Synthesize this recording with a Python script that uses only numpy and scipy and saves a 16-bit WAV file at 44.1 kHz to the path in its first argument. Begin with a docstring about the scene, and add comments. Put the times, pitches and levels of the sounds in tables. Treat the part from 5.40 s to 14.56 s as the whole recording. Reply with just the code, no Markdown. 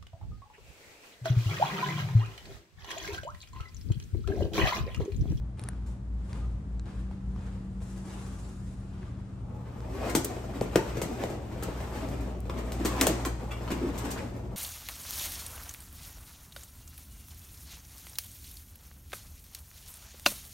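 """Balloon garland in a humming hall

A garland of latex balloons is fitted together in a carpeted hall where the ventilation hums.
Mostly shoes and clothes brush along first, as shaped noise; then the balloons rub in streams of tiny slips.
Stuck skins let go with a noisy crack and a hollow, falling knock; swept tones squeak or groan,
and short noise bursts make clicks, taps and bright edges. Decaying noise makes the hall ring briefly.
"""
import sys
import numpy as np
from scipy import signal
from scipy.fft import rfft, irfft
from scipy.io import wavfile
from scipy.ndimage import map_coordinates

SR = 44100
rng = np.random.default_rng(int(sys.argv[2]) if len(sys.argv) > 2 else 0)


def unload_wav(signal):
    """Save mono or channel-first audio to the path in sys.argv[1] as 16-bit WAV at rate SR, clipped to [-1, 1]."""
    wavfile.write(
        sys.argv[1],
        SR,
        np.round(np.clip(np.atleast_2d(signal).T, -1, 1) * 32767).astype(np.int16),
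    )


N = 403956
T = np.arange(N) / SR  # time of every sample [s]
SIDES = np.array([[1], [-1]])  # left, right

# Levels in the tables are those going into the mix; the layers are balanced further on.
# skins letting go: (time [s], knock [dB], knock pitch at its peak [Hz], heave [dB], rasp [dB],
# crack [dB], slip length [s])
SLIPS = [ (4.485, -40, 650, -53, -52, -65, 0.0021), (4.631, -32, 570, -51, -45.5, -71, 0.019),
         (4.683, -44, 700, -50, -45, -51.5, 0.023), (4.75, -13.5, 350, -29, -26, -24.5, 0.0095),
         (4.844, -30, 400, -46, -63, -38.5, 0.0063), (4.966, -31, 504, -45, -42, -61, 0.0029),
         (5.04, -35, 600, -52, -54, -66, .012), (5.211, -32, 620, -38, -38, -44, 0.0045),
         (5.2130, -16, 520, -19.5, -47, -54, .002), (5.357, -8.5, 456, -18.5, -19.5, -29.5, 0.0062),
         (5.373, -25, 500, -28, -32, -50, 0.0045), (5.57, -27.5, 470, -31, -40, -44, 0.005),
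         (5.616, -24, 490, -32, -33, -34, 0.0072), (5.837, -22.5, 606, -31, -38, -42, 0.0041),
         (5.901, -27, 427, -36, -56, -49, 0.0046), (6.127, -41, 603, -48, -54, -70, 0.0017),
         (6.161, -36, 520, -43, -54, -66, 0.0025), (6.225, -28.5, 440, -35.5, -41, -44.5, 0.0098),
         (6.284, -29, 470, -34, -55, -60, 0.0028), (6.403, -37, 645, -46, -42, -53, .005),
         (6.687, -34, 570, -30, -56, -47, 0.0022), (6.806, -44, 710, -49, -45, -52, 0.0035),
         (6.924, -42, 500, -53, -53, -70, 0.0025), (6.948, -36, 554, -53, -49, -66, 0.0033),
         (7.055, -40, 605, -55, -44, -64, .003), (7.0963, -30, 457, -33.5, -37, -52, 0.0057),
         (7.171, -33, 380, -52, -45.5, -59, 0.022), (7.321, -52, 400, -60, -50, -35, 0.0015),
         (7.4490, -19, 340, -34, -33, -34, 0.011), (7.455, -23.5, 330, -31, -30, -32, 0.0077),
         (7.6117, -35, 300, -44, -30, -10.5, 0.0011), (7.6142, -16.5, 285, -23, -21, -21, 0.0045),
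         (7.6683, -17.5, 640, -41, -35, -18, 0.0033), (7.673, -21, 470, -26, -24.5, -38, 0.0046),
         (7.85, -30, 580, -50.5, -31.5, -34.5, 0.0068), (8.11, -60, 395, -58, -43.5, -55.5, 0.0059),
         (8.277, -41, 372, -48, -35, -65, 0.0039), (8.3034, -26.5, 320, -31, -36, -45.5, 0.018),
         (8.578, -43, 380, -54, -62, -42, 0.0054), (8.642, -42, 346, -50, -42, -50.5, 0.011),
         (8.705, -52, 370, -62, -59, -40, 0.0091), (8.774, -41, 455, -46, -41.5, -58, 0.0082),
         (8.965, -40, 580, -55, -55, -56, 0.0028), ]
# faint slips lie deep in the garland and reach the ear mostly by way of the hall:
# room level of a typical slip, and room gained per dB that a slip is fainter
SLIP_ROOM_DB, ROOM_SLOPE, TYPICAL_SLIP_DB = 2, 0.29, -23.5
# a short slip stirs the hall less than a long drag: dB per doubling of the slip length
ROOM_DB_PER_DOUBLING, TYPICAL_SLIP_S = 2, 0.0047
# where the hands work: (time [s], left minus right [dB])
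HAND_BALANCE = [(4.7, 3), (5.35, 5.5), (6.5, 1.5), (7.6, 1), (7.7, -1), (9, -1)]
# the air inside the balloons: (frequency [Hz], time to fall 60 dB [s], level [dB])
CAVITY_MODES = [(242, 0.52, -27), (336, 0.038, 7.5), (411, 0.041, 8.5), (550, 0.58, -10), (620, 0.33, 1),
                (737, 0.02, 15), (840, .2, -46), (1060, 0.28, -6), (1480, 0.048, 0), (2380, 0.12, 9)]

# how hard the balloons are pressed and dragged on each other: (time [s], effort [dB])
EFFORT = [(3.7, -47), (4.15, -11.5), (4.3, -8.5), (4.52, -0.5), (4.66, 6), (4.73, 0), (4.8, -1),
          (5.15, 0.5), (5.45, 3.5), (5.7, 0.5), (5.8, 5.5), (6.02, -4), (6.27, 2.5), (6.5, 1.5),
          (6.62, 3.5), (7.0, -5.5), (7.3, 1.5), (7.6, 11), (7.92, -4.5), (8.3, 2), (8.72, 3.5), (9.0, -8)]
# each layer of the rubbing: level at an effort of 0 dB, and dB gained per dB of effort
# (hard rubbing is brighter)
BODY_DB, BODY_SLOPE = -41.5, 0.69
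RASP_DB, RASP_SLOPE = -48, 1.26
HISS_DB, HISS_SLOPE = -59, 1.18
# drumming of the balloons: (frequency [Hz], level per hertz [dB])
BODY_SPECTRUM = [(60, -19.5), (130, -19), (220, 1), (330, -2), (550, -4), (800, -6.5), (1300, -14.5),
                 (3000, -61)]
# rasp of the skins: (frequency [Hz], level per hertz [dB])
RASP_SPECTRUM = [(300, -19), (700, 1), (1000, 2.5), (1500, -2), (2300, -4.5), (3500, -12), (6000, -17.5),
                 (12000, -82)]
# hiss of fine slips, also the crack: (frequency [Hz], level per hertz [dB])
HISS_SPECTRUM = [(1200, -5.5), (3000, 0.5), (5000, -0.5), (6800, 4), (8600, 4.5), (10500, -8.5),
                 (12500, 2.5), (16000, -12)]

# single catches that stand out of the rubbing; the level is for the lowest pitch at an effort of 0 dB
CATCHES_PER_S, CATCH_DB, CATCH_LOW_HZ, CATCH_HIGH_HZ = 40, -38, 450, 2800

# skins chattering: (time [s], length [s], start pitch [Hz], end pitch [Hz], level [dB],
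# pitch roughness [0-1])
SQUEAKS = [ (0.245, 0.11, 1300, 1536, -60, .1), (.938, .045, 1130, 1220, -55, .1),
           (1.014, .055, 1230, 1260, -58, .05), (4.618, 0.1, 564.4, 614, -41, 0.17),
           (4.622, 0.06, 1020, 1140, -44, 0.12), (4.63, .05, 2480, 2440, -51, .025),
           (4.685, 0.037, 1380, 1460, -46, 0.01), (4.686, .055, 2200, 2050, -49, .06),
           (5.387, 0.049, 915, 900, -36.5, 0.03), (7.404, 0.029, 327, 315, -31, 0.07),
           (7.468, 0.07, 1090, 1110, -44, 0.03), (7.545, 0.075, 1040, 1000, -40.5, 0.025),
           (7.694, 0.035, 350, 292, -27.5, 0.07), (7.851, .035, 1060, 1020, -37.5, .03),
           (7.864, 0.015, 332, 306, -27, 0.06), (8.106, .06, 2400, 2260, -51, .024),
           (8.106, .09, 2700, 2860, -52, .03), (8.107, .06, 3380, 3260, -53, .028),
           (8.122, .05, 1115, 1150, -56, 0), (8.316, 0.06, 325, 280, -30.5, 0.16),
           (8.415, 0.105, 335, 265, -29.5, 0.2), (8.635, 0.07, 330, 245, -34, 0.22),
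           (8.76, 0.057, 1300, 1590, -45, 0.4), ]

# dry, very bright noise bursts, several together with a slip: (time [s], level [dB], length [s])
BRIGHT_BURSTS = [(4.846, -25.5, 0.0069), (6.234, -34.5, 0.0064), (7.004, -40, .0015), (7.319, -44, .001),
                 (7.611, -21, .0008), (7.6695, -19, 0.0024)]
# a bright burst: (frequency [Hz], level per hertz [dB])
BURST_SPECTRUM = [(2000, -30), (5000, -6), (8000, 3), (12000, 2), (16000, 3)]

# brief clicks and taps, some of them at the sharp edge of a slip:
# (time [s], bright tick [dB], thin click [dB], dull tap [dB], ring pitch [Hz], ring [dB])
TICKS = [ (.1950, -39, -43, -43, 1400, -44), (0.2153, -45, -63, -57, 1400, -48),
         (.2380, -36, -40, -46, 1050, -43), (.2875, -25, -42, -37, 1780, -31.5),
         (.333, -65, -60, -57, 1550, -46), (0.9305, -52, -39, -42, 2200, -50),
         (1.396, -70, -41, -56, 1500, -44), (1.458, -62, -52, -45, 1000, -50),
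         (1.712, -80, -60, -46, 800, -38), (1.962, -73, -60, -54, 1050, -38),
         (3.63, -80, -60, -54, 1690, -41), (4.215, -80, -66, -50, 690, -39),
         (4.405, -62, -44, -44, 1500, -60), (5.2105, -60, -36, -50, 1500, -60),
         (5.8375, -60, -28, -34, 1300, -34), (7.098, -60, -35, -42, 1500, -60),
         (7.3212, -50, -33, -38, 1100, -36), (7.6120, -24, -11, -24, 1400, -24), ]
# a bright tick: (frequency [Hz], level per hertz [dB])
TICK_SPECTRUM = [(1000, -40), (6500, -47), (8500, 8), (9600, 9), (11000, 2), (13000, -31), (16000, -59)]
# a thin click: (frequency [Hz], level per hertz [dB])
CLICK_SPECTRUM = [(500, -22), (1400, 0), (3000, -1), (5800, -1), (8000, -12), (14000, -40)]
# a dull tap: (frequency [Hz], level per hertz [dB])
TAP_SPECTRUM = [(300, -2), (700, 15), (1350, 0), (1850, -12), (2400, -16), (5000, -43), (8000, -16),
                (14000, -40)]

# footfalls, each a touch and a drag over the pile: (time [s], fade time [s], touch [dB], scuff [dB], swish [dB])
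STEPS = [ (.172, 0.18, -59, -50.5, -62), (0.462, 0.037, -66, -55, -56), (.890, 0.065, -68, -51, -63),
         (.930, 0.1, -62, -61, -89), (1.456, 0.067, -53, -50, -67), (1.592, 0.022, -43, -65, -64),
         (1.713, 0.033, -53, -60, -72), (1.96, 0.11, -58, -50.5, -83), (2.405, 0.51, -46, -56.5, -60),
         (2.671, 0.059, -65, -69, -90), (3.632, 0.01, -69, -78, -86), (4.215, 0.013, -63, -70, -82),
         (4.256, 0.04, -54, -50, -85), ]
# cloth sliding on cloth, each a swell and a fade:
# (peak time [s], rise time [s], fade time [s], scuff [dB], swish [dB])
BRUSHES = [ (.3, .07, 0.056, -75, -83), (.96, 0.17, 0.17, -57, -65.5), (1.58, 0.21, 0.22, -57.5, -68.5),
           (2.09, 0.17, 0.17, -56.5, -63), (2.68, 0.24, 0.78, -62, -60.5), (2.76, 0.13, 0.05, -52.5, -70),
           (2.91, 0.13, 0.2, -52.5, -57.5), (3.68, 0.28, 0.27, -55.5, -79), ]
# dull scuffing: (frequency [Hz], level per hertz [dB])
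SCUFF_SPECTRUM = [(150, -19.5), (300, 7.5), (600, -2.5), (1100, -3), (2200, -11.5), (4000, -17),
                  (8000, -29.5), (13000, -56)]
# bright swishing: (frequency [Hz], level per hertz [dB])
SWISH_SPECTRUM = [(1500, -20), (4000, -2.5), (7500, 5.5), (9500, 2), (12000, -8), (16000, -18)]

# the tail of the hall: (frequency [Hz], time to fall 60 dB [s])
HALL_DECAY = [(100, 0.6), (400, 0.88), (2000, 0.61), (6000, 0.63), (14000, 0.21)]
# likeness of left and right in sound from all sides: (frequency [Hz], likeness [0-1])
LIKENESS = [(50, 1), (250, 0.89), (500, 0.58), (1000, 0.1), (3000, 0.019), (8000, 0.044)]
LEFT_DB, RIGHT_LAG_S = 1.57, 1 / SR  # the work lies a little to the left

# two fans: the second runs a little slower and sags further, so their beat quickens up to a limit
FAN_HZ, BEAT_START_HZ, SAG_HZ_PER_S, BEAT_END_HZ = 59.0, 2.24, 0.99, 4.7
BLADE_HZ = 191.3
# each hum tone along the way through the standing waves of the hall; first fan: (time [s], level [dB])
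FAN_LEVEL = [(0, -40), (1.25, -37), (2, -43), (3, -58), (3.9, -55), (4.55, -43), (5.7, -51), (6.7, -38.5),
             (7.55, -35.5), (9.15, -44)]
# second, slower fan: (time [s], level [dB])
SLOW_FAN_LEVEL = [(0, -42), (1.3, -38.5), (3.5, -46), (4.2, -56), (5.5, -48), (9.15, -55)]
# overtone of the first fan: (time [s], level [dB])
OVERTONE_LEVEL = [(0, -48), (1.4, -51), (2.6, -48), (7.3, -45.5), (9.15, -46)]
# blade tone: (time [s], level [dB])
BLADE_LEVEL = [(0, -47.5), (1.4, -46), (1.8, -40.5), (2.8, -42), (3.4, -45), (4.2, -45.5), (4.55, -60),
               (5.2, -49), (9.15, -48)]
# air in the ducts: (frequency [Hz], level per hertz [dB])
AIR_SPECTRUM = [(20, -22), (35, -17), (48, 4), (90, 0.5), (150, -5.5), (230, -10), (400, -22.5),
                (700, -27.5), (1200, -32.5), (2500, -44.5), (5000, -50), (9000, -52.5), (13000, -72)]
AIR_DB = -41

TOP_HZ = 16000  # upper edge of the whole sound


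def undb(db):
    """Decibels to gain."""
    return 10 ** (np.asarray(db) / 20)


def unit(x):
    """Scale to rms 1."""
    return x / np.sqrt(np.mean(x ** 2))


def gains(curve):
    """A (time [s], level [dB]) curve as a gain per sample."""
    return undb(np.interp(T, *np.transpose(curve)))


def at_hz(points, hz):
    """Read (frequency [Hz], value) points on a log-frequency axis."""
    f, value = np.transpose(points)
    return np.interp(np.log(np.maximum(hz, 1)), np.log(f), value)


def colour(x, points, size=2048):
    """Causal minimum-phase filter with the given spectrum; white noise keeps its power."""
    hz = np.linspace(0, SR / 2, size // 2 + 1)
    gain = unit(undb(at_hz(points, hz)))
    cepstrum = irfft(np.log(gain))[:size // 2]
    cepstrum[1:] *= 2
    response = irfft(np.exp(rfft(cepstrum, size)))
    return signal.oaconvolve(x, response)[:len(x)]


def wander(rate, size=N):
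    """Smooth chance of spread about 1 that changes about rate times a second."""
    knots = rng.standard_normal(int(size / SR * rate) + 4)
    return map_coordinates(knots, [np.arange(size) / SR * rate + 1], order=2, mode="nearest")


def grains(rate, scatter_db):
    """Tiny slips at random moments, rate per second and of uneven size, rms 1."""
    happens = rng.random(N) < rate / SR
    sign = rng.choice([-1, 1], N)
    size = undb(scatter_db * np.clip(rng.standard_normal(N), -2, 2))
    return unit(happens * sign * size)


def add(track, s, x):
    """Mix x into the track at time s."""
    i = int(s * SR)
    track[..., i:i + x.shape[-1]] += x[..., :N - i]


def slips(swell_s=0.0014, sag=0.81, heave_hz=160, heave_s=0.0083, knock_room_db=-5, ring_db=-21, size=24576):
    """A stuck patch tears loose with a crack; the balloon swings a few times and gives a hollow knock."""
    out, t = np.zeros((2, N)), T[:size]
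    swing = (t / (2 * swell_s)) ** 2 * np.exp(2 - t / swell_s)
    # short ripples cross the skin first, so the pitch of a knock falls
    travel = np.cumsum(1 + sag * (np.exp(1 - t / (2 * swell_s)) - 1) / 2) / SR
    for s, knock_db, knock_hz, heave_db, rasp_db, crack_db, length in SLIPS:
        room_db = SLIP_ROOM_DB + ROOM_SLOPE * (TYPICAL_SLIP_DB - max(knock_db, crack_db))
        room_db += ROOM_DB_PER_DOUBLING * np.log2(length / TYPICAL_SLIP_S)
        stretch = 1 + 0.1 * rng.standard_normal()  # each balloon has its own size
        pan = undb(np.interp(s, *np.transpose(HAND_BALANCE)) * SIDES / 2)
        knock = undb(knock_db) * swing * np.sin(2 * np.pi * knock_hz * travel)
        # the whole balloon heaves more slowly against its neighbours
        heave = undb(heave_db) * np.sin(2 * np.pi * stretch * heave_hz * t) * np.exp(-t / heave_s)
        tear = rng.standard_normal((2, size)) * np.exp(-(t / length) ** 2)
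        rasp = undb(rasp_db - 2.5) * colour(tear[0], RASP_SPECTRUM)
        crack = undb(crack_db - 0.5) * colour(tear[1], HISS_SPECTRUM)
        # the hall is fed one smooth-spectrum impulse as strong as the crack, giving an even tail
        impulse = signal.unit_impulse(size, int(length * SR / 2))
        smooth_crack = np.linalg.norm(crack) * colour(impulse, HISS_SPECTRUM)
        ring = undb(ring_db) * cavity(knock + rasp, stretch)
        echo = hall(undb(knock_room_db) * knock + heave + rasp + smooth_crack + ring)
        add(out, s, knock + heave + pan * (rasp + crack) + undb(room_db) * echo)
    return out


def rubbing():
    """Latex drags on latex in fits: coarse slips drum on the balloons, fine ones rasp and hiss."""
    effort = gains(EFFORT)
    fits = undb(2 * wander(40))
    coarse = grains(380, 5.4)
    mixed = 0.36 * coarse + 0.78 * grains(1300, 2.9)
    fine = grains(4000, 5.1)
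    x = undb(BODY_DB) * effort ** BODY_SLOPE * colour(coarse, BODY_SPECTRUM)
    x += undb(RASP_DB) * effort ** RASP_SLOPE * colour(mixed, RASP_SPECTRUM)
    x += undb(HISS_DB) * effort ** HISS_SLOPE * colour(fine, HISS_SPECTRUM)
    # the contact passes back and forth between a large and a small balloon
    turn = wander(2.8)
    ring = cavity(x * np.cos(turn), 0.93) + cavity(x * np.sin(turn), 1.082)
    return fits * (x + undb(-19.0) * ring)


def cavity(x, stretch, size=12288):
    """The air in a balloon rings, higher in a smaller one; a mode at 0 dB passes its own pitch unchanged."""
    t, ring = T[:size], 0
    for hz, t60, db in CAVITY_MODES:
        decay = np.log(1000) / t60  # [1/s]
        mode = np.exp(-decay * t) * np.sin(2 * np.pi * stretch * hz * t)
        ring = ring + undb(db) * 2 * decay / SR * mode
    return signal.oaconvolve(x, ring)[:len(x)]


def catches(ring_cycles=1.6, scatter_db=3, size=1024):
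    """Small patches catch and spring free; each pings at its own pitch, the small high ones more faintly."""
    x, t, effort = np.zeros(N), T[:size], gains(EFFORT)
    for when, patch, force in rng.random((int(CATCHES_PER_S * N / SR), 3)):
        hz = CATCH_LOW_HZ * (CATCH_HIGH_HZ / CATCH_LOW_HZ) ** patch
        strength = undb(CATCH_DB + scatter_db * (2 * force - 1)) * effort[int(when * N)]
        strength *= np.sqrt(CATCH_LOW_HZ / hz)
        ping = np.sin(2 * np.pi * hz * t) * np.exp(-t * hz / ring_cycles)
        add(x, when * N / SR, strength * ping)
    return x + undb(-4) * hall(x)


def squeaks(overtone_db=-12, pure_hz=2200, grip_s=0.0018):
    """The skin sticks and slips at a wavering, nearly pure pitch: high for a squeak, low for a groan."""
    x = np.zeros(N)
    for s, length, start_hz, end_hz, db, rough in SQUEAKS:
        n = int(length * SR)
        hz = np.linspace(start_hz, end_hz, n) * (1 + rough * wander(401, size=n))
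        phase = 2 * np.pi * np.cumsum(hz) / SR
        # overtones are very faint, and fainter still for a high squeak
        step_db = overtone_db * (5.0 + start_hz / pure_hz)
        wave = sum(undb(step_db * k) * np.sin((k + 1) * phase) for k in range(4))
        pressure = (1 - np.exp(-T[:n] / grip_s)) * np.sqrt(np.linspace(1, 0, n))
        flutter = undb(2.4 * wander(225, size=n))
        add(x, s, undb(db) * unit(wave * pressure * flutter))
    return undb(-3) * x + undb(-7.5) * hall(x)


def bright_bursts(room_db=-14, size=2048):
    """Dry, very bright noise bursts that die within milliseconds, several of them together with a slip."""
    x, t = np.zeros(N), T[:size]
    for s, db, length in BRIGHT_BURSTS:
        burst = rng.standard_normal(size) * np.exp(-(t / length) ** 2)
        add(x, s, undb(db) * colour(burst, BURST_SPECTRUM))
    return x + undb(room_db) * hall(x)


def ticks(ring_s=0.0011, size=2048):
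    """Brief clicks and taps, some at the sharp edge of a slip: three noise colours and a moment of ring."""
    x, t = np.zeros(N), T[:size]
    for s, tick_db, click_db, tap_db, ring_hz, ring_db in TICKS:
        bursts = rng.standard_normal((3, size)) * np.exp(-t / .001)
        noise = undb(tick_db) * colour(bursts[0], TICK_SPECTRUM)
        noise += undb(click_db) * colour(bursts[1], CLICK_SPECTRUM)
        noise += undb(tap_db) * colour(bursts[2], TAP_SPECTRUM)
        ring = np.sin(2 * np.pi * ring_hz * t) * np.exp(-t / ring_s)
        add(x, s, noise + undb(ring_db) * ring)
    return x + undb(-28) * hall(x)


def walking(touch_s=0.002):
    """Soles touch and drag over carpet pile, and cloth slides on cloth, each as a crunch of tiny grains."""
    scuff, swish = np.zeros((2, N))
    for s, rise_s, fade_s, scuff_db, swish_db in BRUSHES:
        slide = np.exp(-np.where(T < s, ((T - s) / rise_s) ** 2, (T - s) / fade_s))
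        scuff += undb(scuff_db) * slide
        swish += undb(swish_db) * slide
    t = T[:SR]
    for s, fade_s, touch_db, scuff_db, swish_db in STEPS:
        drag = np.exp(-t / fade_s)
        add(scuff, s, undb(scuff_db) * drag + undb(touch_db) * np.exp(-t / touch_s))
        add(swish, s, undb(swish_db) * drag)
    crunch = undb(2 * wander(90) + 1.2 * wander(22))
    dull = undb(-0.5) * scuff * colour(grains(3000, 3.8), SCUFF_SPECTRUM)
    bright = undb(-4.5) * swish * colour(grains(9000, 1.5), SWISH_SPECTRUM)
    return crunch * (dull + bright)


def diffuse(size):
    """Noise that arrives from all sides: alike left and right in the bass, less so higher up."""
    mid, side = rfft(rng.standard_normal((2, size)))
    alike = np.clip(at_hz(LIKENESS, np.linspace(0, SR / 2, len(mid))), 0, 1)
    mid = mid * np.sqrt((1 + alike) / 2)
    side = side * np.sqrt((1 - alike) / 2)
    return irfft([mid + side, mid - side], size)


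def hall(x, early_s=0.022, early_db=8, size=24576):
    """Dense reflections from the garland and the near wall, then the tail of the hall; new on every call."""
    t, hz = T[:size], np.linspace(0, SR / 2, size // 2 + 1)
    noise, response = rfft(diffuse(size)), 0
    shape = (1 + undb(early_db) * np.exp(-t / early_s)) * np.clip(t / 0.0054, 0, 1)
    centres = np.array(HALL_DECAY)[:, 0]
    # overlapping bands, each with its own decay
    for (_, t60), share in zip(HALL_DECAY, np.eye(len(HALL_DECAY))):
        fade = shape * np.exp(-np.log(1000) * t / t60)
        band = at_hz(np.c_[centres, share], hz)
        response = response + irfft(noise * band) * fade / np.linalg.norm(fade)
    return signal.oaconvolve(x[None], response, axes=1)[:, :len(x)]


def roaming_hall(x, count=8):
    """The sound starts from ever different contact points, and each has its own reflections."""
    share = np.array([wander(45) for _ in range(count)])
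    share /= np.linalg.norm(share, axis=0)
    return sum(hall(x * part) for part in share)


def ventilation(spread=0.065):
    """Two fans beat against each other; an overtone and a blade tone sound over the rush of the ducts."""

    def tone(hz, drift):
        """A standing wave in the hall, a little ahead in phase on the left."""
        phase = 2 * np.pi * np.cumsum(hz * np.ones(N)) / SR
        return np.sqrt(2) * np.sin(phase + drift * wander(2.92) + spread * SIDES)

    beat_hz = np.minimum(BEAT_START_HZ + SAG_HZ_PER_S * T, BEAT_END_HZ)
    hum = gains(FAN_LEVEL) * tone(FAN_HZ, 0.087)
    hum += undb(-0.7) * gains(SLOW_FAN_LEVEL) * tone(FAN_HZ - beat_hz, 0.059)
    hum += undb(1.23 + 2.0 * wander(6.7)) * gains(OVERTONE_LEVEL) * tone(2 * FAN_HZ, 0.51)
    hum += undb(-2.3 + 1 * wander(5.2)) * gains(BLADE_LEVEL) * tone(BLADE_HZ, 0.19)
    air = unit(np.array([colour(side, AIR_SPECTRUM) for side in diffuse(N)]))
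    air = air * undb(AIR_DB + .5 * wander(3.3))
    return (hum + air) * undb(0.57 * SIDES)  # a little louder on the left


def scene():
    """The work goes on a little off centre: the left hears it louder and a trace earlier."""
    friction = walking() + rubbing()
    work = undb(-6.5) * friction + undb(-1.0) * roaming_hall(friction)
    work = work + slips() + catches() + squeaks() + bright_bursts() + ticks()
    left, right = work
    right = np.interp(T - RIGHT_LAG_S, T, right)
    return np.array([left * undb(LEFT_DB / 2), right * undb(-LEFT_DB / 2)]) + ventilation()


def record(dry):
    """A steep elliptic low-pass cuts the top."""
    return signal.sosfilt(signal.ellip(8, .2, 70, TOP_HZ, fs=SR, output="sos"), dry)


dry = scene()
out = record(dry)
unload_wav(out)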